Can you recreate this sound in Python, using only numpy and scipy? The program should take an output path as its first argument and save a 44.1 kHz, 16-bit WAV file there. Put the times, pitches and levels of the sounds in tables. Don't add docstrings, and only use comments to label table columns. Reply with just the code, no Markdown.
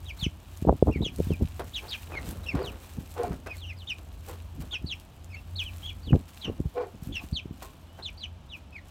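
import sys
import numpy as np
from scipy import signal
from scipy.fft import rfft, irfft, next_fast_len
from scipy.io import wavfile

SR = 44100
rng = np.random.default_rng(int(sys.argv[2]) if len(sys.argv) > 2 else 0)


def store_wav(level_fs):
    pcm = np.round(np.clip(np.atleast_2d(level_fs), -1, 1) * 32767)
    wavfile.write(sys.argv[1], SR, pcm.T.astype(np.int16))


N = 392490
TIME = np.arange(N) / SR

# f/Hz, nominal bandwidth/Hz, level/dB
HOLLOW_MODES = [(402.5, 39.8, -2.5), (484.4, 28, -2), (706, 24.5, 0), (848, 50, -2), (1068, 49, 1.5),
                (1460, 16, -5.5), (2370, 68, -4.5)]


def from_db(db):
    return 10 ** (np.asarray(db) / 20)


def unit_rms(x):
    return x / np.sqrt(np.mean(x ** 2) + 1e-20)


def unit_peak(x):
    return x / np.abs(x).max()


def add(track, s, sound):
    start = int(np.clip(round(s * SR), 0, N - 1))
    track[start:start + len(sound)] += sound[:N - start]


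def butter(x, hz, kind, order=2):
    return signal.sosfilt(signal.butter(order, np.clip(hz, 10, .45 * SR), kind, fs=SR, output="sos"), x)


def resonate(x, hz, width_hz):
    r = np.exp(-np.pi * width_hz / SR)
    feedback = [1, -2 * r * np.cos(2 * np.pi * hz / SR), r * r]
    return signal.lfilter(np.array([1, 0, -1]) * (1 - r * r) / 2, feedback, x)


def drift(per_s, size=N):
    at = np.arange(size) * per_s / SR
    count = int(at[-1]) + 2
    return np.interp(at, np.arange(count), rng.standard_normal(count))


def coloured(x, spectrum):
    hz, db = np.transpose(spectrum)
    size = next_fast_len(N)
    log_hz = np.log(np.arange(1, size // 2 + 2) * SR / size)
    outside = np.maximum(np.log(hz[0]) - log_hz, 0) + np.maximum(log_hz - np.log(hz[-1]), 0)
    gain = from_db(np.interp(log_hz, np.log(hz), db) - 20 * outside)
    return unit_rms(irfft(rfft(x, size) * gain, size)[:N])


def stroke(t, swell_s, fade_s):
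    return np.where(t < 0, np.exp(-np.abs(t / swell_s) ** 1.5), np.exp(-np.abs(t / fade_s)))


def movements(rows, swell_ratio):
    power = np.zeros(N)
    for s, fade_s, db in rows:
        near = slice(max(int((s - 4 * fade_s) * SR), 0), int((s + 8 * fade_s) * SR))
        power[near] += (from_db(db) * stroke(TIME[near] - s, swell_ratio * fade_s, fade_s)) ** 2
    return np.sqrt(power)


def room(hum_hz=86, hum_db=-4, rumble_db=-3, air_db=-52.5):
    # t/s, level/dB
    motor_levels = [(0, -41.5), (.5, -45.5), (1.4, -39), (1.85, -45), (2.4, -39), (2.85, -48.5),
                    (3.35, -44), (4.75, -42.5), (5.05, -51), (5.55, -41.5), (6.0, -41), (6.3, -53),
                    (6.8, -57), (7.25, -44), (7.8, -51), (8.15, -47), (8.9, -48)]
    # f/Hz, level/dB
    rumble_spectrum = [(30, -32), (42, -6.5), (65, 0.5), (88, -6), (110, -15.5), (150, -17.5)]
    air_spectrum = [(30, -1), (60, 0), (150, -4.5), (290, -9), (440, -17.5), (640, -13.5), (1100, -18.5),
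                    (2000, -28.5), (3000, -23.5), (4500, -32), (7000, -38)]
    phase = 2 * np.pi * np.cumsum(hum_hz * (1 + .031 * drift(18))) / SR
    hum = np.sqrt(2) * np.sin(phase) * from_db(hum_db + 5.5 * drift(13))
    rumble = from_db(rumble_db) * coloured(rng.standard_normal(N), rumble_spectrum)
    air = from_db(air_db) * coloured(rng.standard_normal(N), air_spectrum)
    return from_db(np.interp(TIME, *np.transpose(motor_levels))) * (hum + rumble) + air


def litter(rustle_db=3.5, crackle_db=-2, grains_per_s=330):
    # t/s, level/dB
    hiss_levels = [(0, -65.5), (.9, -65.5), (1.3, -61), (3.2, -60), (3.45, -67.5), (5.4, -67.5),
                   (5.8, -65.5), (7.3, -69), (7.45, -75), (8.1, -69.5), (8.35, -78), (8.9, -75)]
    # t/s, fade/s, level/dB
    stirs = [(.06, 0.046, -62), (.21, 0.04, -55), (.55, 0.072, -61), (.627, 0.01, -54.5), (.87, .03, -61.5),
             (1.24, 0.087, -53), (1.68, 0.011, -54.5), (1.78, 0.092, -59), (1.94, 0.13, -55),
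             (2.275, 0.049, -49), (2.54, 0.023, -65), (2.85, 0.03, -53), (3.02, .04, -59.5),
             (3.27, .015, -55), (3.468, 0.0055, -56), (3.57, 0.045, -57.5), (3.99, 0.0098, -57),
             (4.30, 0.085, -55.5), (4.613, 0.0088, -47), (4.67, 0.053, -61), (4.98, 0.06, -64.5),
             (5.51, 0.023, -65), (5.63, 0.028, -53), (5.74, 0.082, -58.5), (5.83, 0.038, -56.5),
             (6.16, 0.027, -58.5), (6.29, 0.011, -56), (6.38, 0.073, -57), (6.695, .018, -61),
             (7.055, 0.058, -59), (7.17, 0.025, -55), (7.245, 0.053, -57), (7.632, 0.01, -47),
             (7.67, 0.14, -60.5), (7.99, .02, -61.5), (8.57, 0.024, -63.5), (8.89, 0.061, -66)]
    # f/Hz, level/dB
    rustle_spectrum = [(880, 6.5), (1500, 2), (1660, 4), (2100, 0.5), (2380, 3), (4390, -0.5), (4800, -2.5),
                       (7040, -2), (8660, -2.5), (10300, -5.5), (14900, -1.5), (15800, -8)]
    restless = from_db(np.interp(TIME, *np.transpose(hiss_levels)))
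    activity = np.hypot(restless, movements(stirs, swell_ratio=.92))
    t = TIME[:SR // 30]
    crackle = 0
    for hz in np.geomspace(3000, 15000, 6):
        sizes = from_db(5 * np.minimum(rng.exponential(1, N), 3.5)) * rng.choice([-1, 1], N)
        clicks = sizes * (rng.random(N) < grains_per_s / 6 / SR)
        flake = resonate(rng.standard_normal(len(t)) * np.exp(-t / .0009), hz, hz)
        crackle += signal.fftconvolve(clicks, flake)[:N]
    hiss = rng.standard_normal(N) * from_db(2.6 * drift(80))
    rustle = coloured(hiss + from_db(crackle_db) * unit_rms(crackle), rustle_spectrum)
    return activity * from_db(rustle_db) * rustle


def peep(fall_s, top_hz, middle_hz, end_hz, level_db, loudest_at, overtone_db, rasp, rise_s,
         open_s=.0086, close_s=.0044, push_db=19, swell_s=.029, fade_s=.033):
    # f/Hz, level/dB
    throat = [(3800, 0.5), (4700, -11), (5600, 1.5), (6500, -3), (7500, -15.5), (9000, -6.5), (12000, -34)]
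    t = np.arange(-rise_s, fall_s + close_s, 1 / SR)

    def jitter(per_s):
        return drift(per_s, SR // 8)[:len(t)]

    parabola = np.polyfit([0, .5, 1], [top_hz, middle_hz, end_hz], 2)
    slide = np.polyval(parabola, np.maximum(t / fall_s, 0))
    flick_depth = .3025 * np.clip((top_hz - end_hz) / 1500, 0, 1)
    flick = flick_depth * (np.minimum(t, 0) / rise_s) ** 2
    droop = .014 * np.exp((t - t[-1]) / .013)
    shake = .022 * jitter(160) + rasp * .075 * jitter(1100)
    hz = slide * (1 - flick - droop) * (1 + shake)
    phase = 2 * np.pi * np.cumsum(hz) / SR
    gate = np.interp(t, [-rise_s, open_s - rise_s, fall_s, fall_s + close_s], [0, 1, 1, 0])
    flutter_db = 3 * jitter(220) + rasp * 6.5 * jitter(2200)
    past_peak_s = np.maximum(t, 0) - loudest_at * fall_s
    push = np.exp(np.minimum(past_peak_s / swell_s, -past_peak_s / fade_s))
    envelope = gate * from_db(level_db + push_db * (push - 1) + flutter_db)
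    overtones = sum(from_db(db + np.interp(k * hz, *np.transpose(throat))) * np.sin(k * phase)
                    for k, db in [(2, 0), (3, -11)])
    return np.sqrt(2) * envelope * (np.sin(phase) + from_db(overtone_db) * overtones)


def chicks(rise_s=.014):
    # t/s at the top, fall/s, top f/Hz, middle f/Hz, end f/Hz, level/dB,
    # loudest point/fraction of the fall, overtone level/dB, rasp/0-1
    calls = [(0.063, 0.049, 3870, 3140, 2330, -39.5, 1, -12.5, .03),
             (.198, 0.067, 4470, 3325, 2400, -32, 0.67, -12, 0.17),
             (.922, .054, 2760, 2400, 2060, -41.5, 0.61, -16, 0.23),
             (1.028, 0.062, 4000, 3226, 2370, -34, .45, -13, 0.27),
             (1.287, .068, 3740, 2880, 2300, -46.5, .72, -14, .17),
             (1.746, 0.049, 3900, 3120, 2380, -31, 0.38, -13.5, 0.33),
             (1.893, 0.061, 4690, 3590, 2410, -33.5, 0.7, -18, 0.56),
             (2.131, 0.057, 2590, 2313, 1966, -35.5, 0.73, -14.5, .25),
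             (2.442, 0.047, 3900, 3095, 2680, -45, .9, -28, 0.2),
             (2.474, 0.055, 2770, 2500, 2050, -34.5, .35, -14, 0.15),
             (2.624, .078, 4840, 3470, 2440, -41.5, 0.67, -17, 0),
             (3.485, 0.07, 2750, 2403, 2070, -41.5, .45, -13, 0.27),
             (3.588, 0.067, 4470, 3450, 2720, -43, .8, -20, .03),
             (3.659, .073, 3200, 2737, 2100, -42, .55, -14.5, 0.28),
             (3.776, 0.059, 5130, 3648, 2740, -49.5, 0.62, -23, 0.2),
             (3.882, 0.049, 3730, 2866, 2320, -32, 0.55, -15.5, 0.18),
             (4.72, 0.048, 3690, 2930, 2440, -30.5, 0.64, -16, 0.3),
             (4.872, 0.066, 4510, 3540, 2430, -32, 0.78, -16.5, 0.25),
             (5.312, 0.042, 2680, 2340, 2290, -46, 0.85, -6, 0.14),
             (5.355, 0.04, 2340, 2700, 2630, -47, 0.14, -18, 0.4),
             (5.568, 0.062, 4480, 3184, 2420, -28.5, 0.58, -18.5, .13),
             (5.632, 0.068, 3370, 3040, 2320, -40, .5, -29, 0.1),
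             (5.839, .074, 3320, 3154, 2380, -36, 0.33, -19, 0.2),
             (5.889, 0.032, 3370, 3380, 3320, -44, 0.18, -20, .33),
             (6.039, 0.075, 4890, 3400, 2570, -44, .75, -35, 0.1),
             (6.42, 0.073, 3930, 2880, 2890, -38, 0.37, -18, 0.45),
             (7.132, 0.068, 3485, 2763, 2514, -33, .55, -15, 0.39),
             (7.339, 0.06, 4730, 3440, 2400, -32, 0.5, -18, .05),
             (8.034, .059, 4300, 3470, 2390, -34.5, 0.47, -14.5, 0.22),
             (8.186, 0.072, 4874, 3840, 2350, -40, 0.71, -17.5, .27),
             (8.499, 0.064, 3970, 2980, 2280, -41, 0.7, -22, 0.08),
             (8.737, 0.054, 2610, 2317, 1945, -43, 0.51, -16, .15)]
    out = np.zeros(N)
    for s, *call in calls:
        add(out, s - rise_s, peep(*call, rise_s))
    return out


def tank(x, tail_db=-12, build_s=.0044, t60_s=.15):
    # delay t/s, level/dB
    echoes = [(.0023, -44), (.0052, -8.5), (.0089, -12)]
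    t = TIME[:SR // 2]
    tail = rng.standard_normal(len(t)) * from_db(-60 * t / t60_s) * (1 - np.exp(-t / build_s))
    response = from_db(tail_db) * unit_rms(tail) / np.sqrt(len(t))
    response[0] += 1
    for delay_s, db in echoes:
        response[int(delay_s * SR)] += from_db(db)
    return signal.fftconvolve(x, response)[:N]


def finger_bumps(gain_db=-2, low_cut_hz=75):
    # t/s, level/dB, sharpness f/Hz
    contacts = [(.227, -19, 172), (.266, -14.5, 268), (0.624, -18.5, 270), (.651, -15, 513),
                (.671, -11, 320), (.677, -7.5, 264), (.688, -7.5, 715), (0.6941, 0.5, 757),
                (.704, -14, 500), (.727, -11.5, 570), (0.8262, 0, 486), (.872, -13, 624),
                (.892, -13.5, 513), (.901, -16, 283), (.960, -16.5, 320), (1.008, -13.5, 280),
                (1.064, -24, 455), (1.191, -20.5, 345), (1.203, -9, 427), (1.271, -19.5, 228),
                (1.306, -14, 384), (1.318, -13.5, 245), (1.412, -24, 535), (1.422, -13, 285),
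                (1.448, -19.5, 174), (2.555, -14.5, 274), (2.985, -20.5, 210), (4.601, -24, 190),
                (4.844, -22, 250), (6.108, -19, 340), (6.124, -8, 199), (6.131, -7.5, 214),
                (6.131, -20, 1450), (6.140, -8, 259), (6.142, -14.5, 620), (6.152, -11.5, 400),
                (6.163, -14.5, 320), (6.481, -23.5, 380), (6.499, -17.5, 445), (6.603, -17.5, 296),
                (6.656, -16, 167), (7.024, -26, 201), (7.072, -24, 219), (7.121, -25, 268),
                (7.326, -17.5, 179), (7.457, -26.5, 314), (7.510, -25.5, 260)]
    # f/Hz, bandwidth/Hz, level/dB
    housing_modes = [(69.4, 34, 3.5), (140, 32, -8), (394, 154, -15), (710, 230, -26)]
    out, impulse = np.zeros(N), signal.unit_impulse(SR // 8)
    for s, level_db, contact_hz in contacts:
        pulse = butter(impulse, contact_hz * 1.168, "low", order=6)
        force = butter(pulse, contact_hz * .5, "high", order=1)
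        thud = butter(force, low_cut_hz, "high", order=1)
        ring = sum(from_db(db + 12 + rng.standard_normal()) * resonate(force, hz, width)
                   for hz, width, db in housing_modes)
        add(out, s - .5 / contact_hz, from_db(level_db + gain_db) * unit_peak(thud + ring))
    return out


def flake_snaps(gain_db=-1.6, snap_s=.0007, settle_db=-15, settle_s=.018):
    # t/s, level/dB
    fractures = [(.5731, -33.5), (1.161, -30), (1.1995, -38), (1.5966, -34), (2.31, -28), (2.4418, -41),
                 (2.6607, -33.5), (2.849, -43), (3.14, -36), (3.2332, -30), (3.3307, -37), (3.899, -41),
                 (4.2861, -33), (4.999, -35.5), (5.2447, -37.5), (6.602, -41), (7.3138, -41), (7.628, -35)]
    out, t = np.zeros(N), TIME[:SR // 30]
    fade = np.exp(-t / snap_s) + from_db(settle_db) * np.exp(-t / settle_s)
    for s, level_db in fractures:
        snap = resonate(rng.standard_normal(len(t)) * fade, rng.uniform(4400, 10700), width_hz=8600)
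        add(out, s, from_db(level_db + gain_db) * unit_peak(snap))
    return out


def skin_rubs(drag_db=-5, squeak_db=-2):
    # t/s, fade/s, level/dB
    rubs = [(.69, 0.022, -12.5), (.735, 0.01, -17.5), (.89, 0.024, -14), (1.03, 0.054, -26),
            (1.20, 0.016, -19), (1.32, .022, -23), (1.425, 0.019, -23.5), (1.62, 0.046, -42),
            (2.30, 0.12, -32), (2.56, 0.032, -27.5), (2.68, .05, -34.5), (2.995, 0.032, -30),
            (3.31, 0.067, -29.5), (4.61, 0.062, -35.5), (4.855, 0.029, -29), (6.08, 0.017, -29.5),
            (6.145, 0.02, -14), (6.495, 0.023, -20), (6.60, 0.017, -25), (6.66, 0.01, -29),
            (6.95, 0.008, -29.5), (7.11, .04, -31.5), (7.24, 0.01, -31), (7.335, 0.014, -29.5),
            (7.51, 0.048, -35.5)]
    # f/Hz, level/dB
    drag_spectrum = [(30, -9.5), (60, 1.5), (130, -6.5), (260, -6), (420, -22), (700, -34), (1400, -56)]
    squeak_spectrum = [(250, -28), (450, 6.5), (700, -9), (1000, -12.5), (1500, -33), (2200, -58)]
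    pressure = movements(rubs, swell_ratio=1)
    lumps = from_db(4.9 * drift(90))
    drag = coloured(rng.standard_normal(N) * lumps, drag_spectrum)
    squeak = coloured(rng.standard_normal(N) * lumps, squeak_spectrum)
    return from_db(drag_db) * pressure * drag + from_db(squeak_db) * pressure ** 1.74 * squeak


def knocks(click_db=-6, click_s=.006, damping=3.4):
    # t/s, level/dB
    taps = [(1.595, -27.5), (1.600, -40), (2.551, -28), (3.179, -31), (3.462, -33), (3.470, -28.5),
            (4.290, -53), (6.759, -42), (7.622, -34)]
    out, t = np.zeros(N), TIME[:SR // 10]
    for s, level_db in taps:
        ring = 0
        for hz, width, db in HOLLOW_MODES:
            amplitude = from_db(db + rng.normal(0, 4.9)) * rng.choice([-1, 1])
            ring += amplitude * np.sin(2 * np.pi * hz * t) * np.exp(-np.pi * damping * width * t)
        click = butter(rng.standard_normal(len(t)) * np.exp(-t / click_s), 2100, "low", order=1)
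        add(out, s, from_db(level_db) * (unit_peak(ring) + from_db(click_db) * unit_peak(click)))
    return out


def scuffs(reach_octaves=.1):
    # t/s, swell/s, fade/s, scrape level/dB, ring level/dB, slip f/Hz
    slips = [(1.6, 0.0033, 0.023, -34, -39, 506), (1.85, 0.026, 0.044, -47, -50, 880),
             (2.155, 0.047, 0.041, -39.5, -63, 700), (2.30, 0.081, 0.29, -50.5, -58, 400),
             (2.565, 0.021, 0.084, -36.5, -51, 720), (2.612, 0.026, 0.032, -46, -31, 426),
             (3.175, .015, 0.027, -42, -43, 606), (3.205, 0.015, 0.026, -44, -27, 480),
             (3.243, 0.016, 0.017, -39, -28.5, 700), (3.275, 0.021, 0.033, -47.5, -37, 380),
             (3.327, 0.014, 0.019, -41, -58, 380), (3.468, 0.0044, 0.025, -37, -43, 640),
             (3.99, .006, 0.034, -53, -62, 700), (4.293, 0.011, 0.042, -42.5, -43.5, 465),
             (4.616, 0.0053, 0.05, -51, -73, 710), (4.742, .014, 0.0089, -46.5, -49, 1500),
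             (6.469, 0.02, 0.034, -45.5, -53, 1010), (6.778, 0.016, 0.033, -43, -28, 513),
             (6.802, .014, 0.036, -53, -32.5, 530), (6.83, 0.021, 0.029, -44.5, -36, 420),
             (7.222, 0.024, 0.016, -56, -49.5, 890), (7.628, 0.0071, 0.046, -48, -50, 1010),
             (7.994, 0.009, 0.02, -44, -69, 700)]
    # f/Hz, level/dB
    scrape_spectrum = [(120, -53), (300, 5.5), (600, 4), (900, -0.5), (1400, -3.5), (2400, -15),
                       (4500, -22.5), (9000, -41)]
    out = np.zeros(N)
    grains = coloured(rng.standard_normal(N) * from_db(2.9 * drift(400)), scrape_spectrum)
    for s, swell_s, fade_s, scrape_db, ring_db, slip_hz in slips:
        near = (TIME > s - 2 * swell_s - .02) & (TIME < s + 5 * fade_s)
        t = TIME[near] - s
        ring = 0
        for hz, width, db in HOLLOW_MODES:
            detuning = np.log2(hz / slip_hz) / reach_octaves
            drive = from_db(db + 1.8 * drift(70, len(t))) / np.hypot(1, detuning)
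            phase = 2 * np.pi * (rng.random() + np.cumsum(hz + width * drift(205, len(t))) / SR)
            ring += drive * np.sin(phase)
        scuff = from_db(scrape_db) * grains[near] + from_db(ring_db) * unit_rms(ring)
        out[near] += stroke(t, swell_s, fade_s) * scuff
    return out


def faint_whistle(waver=.008):
    # t/s, length/s, start f/Hz, end f/Hz, level/dB
    glide = (7.87, .15, 2866, 3170, -64.5)
    s, length_s, start_hz, end_hz, db = glide
    out, size = np.zeros(N), int(length_s * SR)
    hz = np.linspace(start_hz, end_hz, size) * (1 + waver * drift(200, SR // 2)[:size])
    add(out, s, from_db(db) * signal.windows.tukey(size, .5) * np.sin(2 * np.pi * np.cumsum(hz) / SR))
    return out


def scene():
    voices = from_db(1) * tank(chicks() + faint_whistle())
    bustle = scuffs() + knocks() + litter() + flake_snaps()
    return (voices + bustle + room() + finger_bumps() + skin_rubs())[None]


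def record(dry, low_cut_hz=32, high_cut_hz=15900):
    low_pass = signal.ellip(10, .1, 80, high_cut_hz, fs=SR, output="sos")
    return signal.sosfilt(low_pass, butter(dry, low_cut_hz, "high"))


dry = scene()
out = record(dry)
store_wav(out)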